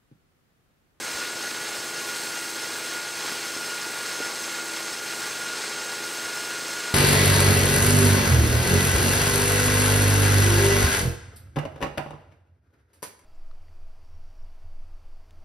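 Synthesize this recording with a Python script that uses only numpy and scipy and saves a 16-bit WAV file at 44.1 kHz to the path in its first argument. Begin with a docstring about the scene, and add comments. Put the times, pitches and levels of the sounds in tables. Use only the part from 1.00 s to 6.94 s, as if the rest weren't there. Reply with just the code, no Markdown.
"""In a workshop a belt-driven wood lathe runs while sandpaper is held against the spinning piece.
Motor and spindle hum in fluttering tones on multiples of their turning rates.
The bearing whines on multiples of its own rate and throbs with each lap of the belt.
Grit is shaped noise ringing through wood and machine; a firmer hand lifts the lows more than the highs.
A few soft knocks are short dying bumps, each with a puff of banded noise. Both channels are the same."""
import sys
import numpy as np
from scipy import signal
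from scipy.fft import rfft, irfft
from scipy.io import wavfile

SR = 44100
rng = np.random.default_rng(int(sys.argv[2]) if len(sys.argv) > 2 else 0)


def store_pcm(level_fs):
    """Save levels as 16-bit WAV."""
    pcm = np.round(np.clip(level_fs, -1, 1) * 32767).astype(np.int16)
    wavfile.write(sys.argv[1], SR, np.atleast_2d(pcm).T)


N = 261954
TIME = np.arange(N) / SR
HZ = np.maximum(np.arange(N // 2 + 1) * SR / N, 1)   # frequency of each FFT bin, kept off zero
SPINDLE_PER_MOTOR = 27.6 / 57.6   # spindle turns per motor turn


def from_db(db):
    """Decibels to amplitude gain."""
    return 10 ** (np.asarray(db) / 20)


def rms_one(x):
    """Scale to unit power."""
    return x / np.sqrt(np.mean(x ** 2) + 1e-20)


def in_time(rows):
    """Draw each column of a breakpoint curve sample by sample."""
    times, *columns = np.transpose(rows)
    return [np.interp(TIME, times, column) for column in columns]


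def filtered(x, gain):
    """Apply a gain to every frequency."""
    return irfft(rfft(x) * gain, N)


def drift(rate_hz):
    """Smooth random wander of unit rms, made of noise rolled off above the rate."""
    return rms_one(filtered(rng.standard_normal(N), 1 / (1 + (HZ / rate_hz) ** 2)))


def once_a_turn(turns, sharpness):
    """A smooth bump on every revolution, with mean 0 and unit rms."""
    bump = np.exp(sharpness * np.cos(2 * np.pi * (turns + rng.random())))
    return rms_one(bump - bump.mean())


def partials(turns, orders, rough, flutter_hz):
    """Tones on multiples of a turning rate, each fluttering in strength and phase."""
    out = np.zeros(N)
    for order, level_db in orders:
        angle = 2 * np.pi * (round(order) * turns + rng.random())
        steady_part = (1 + rough * drift(flutter_hz)) * np.cos(angle)
        quadrature_part = rough * drift(flutter_hz) * np.sin(angle)
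        out += from_db(level_db) * rms_one(steady_part + quadrature_part)
    return out


def hum(motor_turns):
    """Motor and spindle shake the bed; their close partials beat against each other."""
    # motor tones: (multiple of the motor's rate, rms level before the mix gain [dB])
    motor_orders = [(1, -77), (2, -65), (4, -65), (5, -69), (6, -58), (8, -64), (9, -58), (12, -63)]
    # spindle tones: (multiple of the spindle's rate, rms level [dB])
    spindle_orders = [(5, -70), (6, -61.5), (8, -63), (9, -60), (10, -63), (11, -65), (12, -51.5),
                      (13, -60), (14, -58), (15, -51.4), (16, -58), (18, -56), (20, -62), (21, -59),
                      (22, -63), (23, -59), (24, -62), (29, -60), (30, -59)]
    motor = partials(motor_turns, motor_orders, rough=0.18, flutter_hz=1.2)
    spindle = partials(motor_turns * SPINDLE_PER_MOTOR, spindle_orders, rough=0.21, flutter_hz=2.9)
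    return from_db(0.5) * motor + spindle


def bearing(motor_turns, wobble_rad=0.03, throb=0.03):
    """Balls roll over a worn spot; pace and load swing with each motor turn, and the belt tugs once a lap."""
    # whine tones: (multiple of the bearing's rate, rms level before swell and mix gain [dB])
    whine_orders = [(2, -59), (3, -60), (4, -56.5), (5, -60), (6, -41.2), (7, -50.5), (8, -59), (9, -55),
                    (10, -62), (11, -56), (12, -55.5)]
    # slow swell of the whine, only its shape counts: (time [s], relative level [dB])
    whine_swell = [(0.0, -47), (0.17, -37), (0.28, -39), (1.84, -39), (1.97, -34.5), (2.12, -40.5),
                   (3.12, -38), (3.44, -38), (4.25, -39), (4.53, -37), (4.68, -38.5), (5.93, -35.5)]
    passes_per_turn = 237.95 / 57.6
    laps_per_turn, first_tug_s, tug_db = 0.1372, 0.087, 1.4
    surges_per_s, first_surge_s, surge_db = 2.32, 0.19, 0.75
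    wander_db, wander_hz = 1.0, 6.3

    swell_db, = in_time(whine_swell)
    surge = surge_db * np.cos(2 * np.pi * surges_per_s * (TIME - first_surge_s))
    laps = laps_per_turn * (motor_turns - np.interp(first_tug_s, TIME, motor_turns))
    belt_tug = tug_db * np.cos(2 * np.pi * laps)
    whine_db = swell_db + surge + belt_tug + wander_db * drift(wander_hz)

    swing = np.cos(2 * np.pi * motor_turns)
    passes = motor_turns * passes_per_turn + wobble_rad * swing / (2 * np.pi)
    whine = partials(passes, whine_orders, rough=0.26, flutter_hz=26.6)
    envelope = rms_one(from_db(whine_db) * (1 + throb * swing))
    return from_db(1.57) * whine * envelope


def body_colour():
    """The broad slope of friction noise with the resonances of work and machine standing on it."""
    # friction noise before resonances: (frequency [Hz], level [dB per Hz])
    friction = [(25, -100), (60, -95.5), (110, -85.5), (200, -81), (330, -77), (700, -81), (1300, -76.5),
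                (1800, -74), (3000, -79), (5000, -77), (8600, -78.5), (10500, -82.5), (12500, -86.5),
                (15700, -88.5)]
    # resonances of wood and machine: (centre [Hz], width [Hz], height over the friction noise [dB])
    resonances = [(342, 40, 2.5), (580, 190, 5), (851, 95, 9.5), (1102, 74, 7.9), (1467, 271, 7),
                  (1950, 77, 5.3), (2122, 55, 5.5), (2223, 65, 2.9), (2445, 133, 6.8), (2735, 28, 11),
                  (2873, 107, 5), (3205, 150, 7.6), (3484, 70, 6.5), (3796, 65, 6.5), (4116, 328, 6.8),
                  (4538, 230, 7.3), (5032, 51, 5.5), (5252, 38, 14.5), (5708, 100, 4.8), (6177, 65, 5.6),
                  (6372, 88, 11.5), (6871, 46, 3.6), (7281, 85, 4.5), (7585, 140, 6.8), (8130, 140, 9.2),
                  (8357, 52, 7.8), (8574, 60, 6.8), (10004, 120, 5.5), (11272, 435, 2.2), (14814, 200, 6.5)]
    hz, level_db = np.transpose(friction)
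    slope = from_db(np.interp(np.log(HZ), np.log(hz), level_db))
    peak_power = np.zeros(len(HZ))
    for centre, width, height_db in resonances:
        peak_power += from_db(height_db) ** 2 / (1 + (2 * (HZ - centre) / width) ** 2)
    return slope * np.sqrt((1 + peak_power) * SR / 2)   # SR / 2: from level per Hz to white-noise gain


def reflections(x, echo_db=-22, dull_hz=2800, count=16):
    """Bench and walls throw short waves back within hundredths of a second and ripple the treble."""
    delays_s = rng.uniform(0.006, 0.045, count)
    echoes = sum(np.exp(-2j * np.pi * HZ * delay) for delay in delays_s)
    gain = from_db(echo_db) / (1 + (dull_hz / HZ) ** 2)   # low notes hardly echo
    return filtered(x, (1 + gain * echoes) / np.sqrt(1 + count * gain ** 2))


def sanding(motor_turns, rub_hz=1200, hiss_hz=5200, fine_hz=9300, grit_db=1.4, unsteady_db=0.77):
    """Grains scrape the wood as four bands of noise, all following the pressure of the hand."""
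    # pressure of the hand on the paper: (time [s], level about its mean [dB])
    pressure = [(0.0, -0.1), (0.17, 1.5), (0.33, -1), (0.45, 1.1), (0.89, -0.8), (1.0, 0.2), (1.52, -0.1),
                (1.65, 0.4), (2.12, -0.8), (2.25, 1.3), (2.6, 0.0), (3.88, 0.5), (4.0, -1.7), (4.12, 0.35),
                (5.37, -0.2), (5.53, -0.5), (5.64, 0.4), (5.93, 0.0)]
    # extra movement of the finest hiss: (time [s], level about its mean [dB])
    fine_hiss = [(0.0, -0.2), (0.89, 0.7), (1.21, 2.2), (2.08, 0), (2.29, 1), (2.56, 0), (2.92, 1.7),
                 (3.25, -0.8), (3.48, 0.5), (4.04, -0.5), (4.21, 1.2), (4.68, -2.5), (5.17, 1), (5.93, -1)]
    tremor_db, tremor_hz = 0.43, 6.4   # the hand is never quite still

    press_db = in_time(pressure)[0] + tremor_db * drift(tremor_hz)
    fine_db, = in_time(fine_hiss)
    high_spot = once_a_turn(motor_turns * SPINDLE_PER_MOTOR, sharpness=4.1)
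    shake_db = 0.4 * once_a_turn(motor_turns, sharpness=1.5)
    grip_db = grit_db * drift(1900)   # fast grain shared by all bands

    # first factor: dB gained per dB of pressure
    rub_level = 1.2 * press_db + 1.2 * high_spot + shake_db
    rasp_level = 0.97 * press_db + 0.32 * high_spot + shake_db
    hiss_level = 0.61 * press_db + shake_db / 2
    fine_level = 0.6 * press_db + fine_db

    # share of power above each edge; the four bands add up to flat noise
    above = [1] + [1 / (1 + (edge / HZ) ** 8) for edge in (rub_hz, hiss_hz, fine_hz)] + [0]
    out = np.zeros(N)
    for k, level_db in enumerate([rub_level, rasp_level, hiss_level, fine_level]):
        moving_db = grip_db + level_db + unsteady_db * drift(21)
        scrape = rng.standard_normal(N) * from_db(moving_db)
        band_share = np.abs(above[k] - above[k + 1])
        out += filtered(rms_one(scrape), np.sqrt(band_share))
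    return from_db(-0.5) * reflections(filtered(out, body_colour()))


def knocks(cycles=2.7, scuff_db=-17, scuff_t60_s=0.072):
    """Dull bumps die within a few cycles, each trailing a woody scuff around and above its pitch."""
    # soft knocks: (time [s], peak of the bump [dB], pitch [Hz])
    knock_list = [(0.148, -46, 72), (0.356, -43, 180), (0.609, -42, 135), (0.785, -52, 94.8),
                  (2.318, -35, 230), (2.564, -31.5, 292), (3.203, -22.5, 370), (3.210, -29, 439.3),
                  (3.220, -36, 235), (5.243, -55, 85)]
    out = np.zeros(N)
    for start, peak_db, hz in knock_list:
        since = np.maximum(TIME - start, 0)
        age = since * hz   # in cycles
        bump = -np.sin(2 * np.pi * age) * age * from_db(-60 * np.minimum(age / cycles, 10))
        # little is radiated below the pitch
        thin = signal.butter(1, hz / 2, "high", fs=SR, output="sos")
        bump = signal.sosfilt(thin, bump)

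        band = signal.butter(2, [hz * 0.77, hz * 2.6], "band", fs=SR, output="sos")
        noise = rms_one(signal.sosfilt(band, rng.standard_normal(N)))
        fade = (1 - np.exp(-2 * age)) * from_db(-60 * np.minimum(since / scuff_t60_s, 10))
        scuff = from_db(scuff_db) * fade * noise   # level against the bump's peak
        out += from_db(peak_db) * (bump / np.abs(bump).max() + scuff)
    return out


def scene():
    """Hum, whine and sanding turn with the motor; knocks fall on top, alike in both channels."""
    # motor speed: (time [s], speed [turns per s])
    motor_speed = [(0.0, 57.66), (0.2, 58), (0.56, 58.2), (1.36, 57.5), (2.17, 57.64), (3.52, 57.57),
                   (3.77, 57.34), (3.92, 57.49), (4.88, 57.55), (5.08, 57.6), (5.68, 57.65), (5.93, 57.82)]
    speed, = in_time(motor_speed)
    motor_turns = np.cumsum(speed) / SR
    lathe = hum(motor_turns) + bearing(motor_turns) + sanding(motor_turns) + knocks()
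    return np.array([lathe, lathe])


def record(dry):
    """A steep low-pass cuts the top above 15.7 kHz."""
    low_pass = signal.ellip(14, 0.1, 90, 15700, fs=SR, output="sos")   # order, ripple dB, stop dB, Hz
    return signal.sosfilt(low_pass, dry)


dry = scene()
out = record(dry)
store_pcm(out)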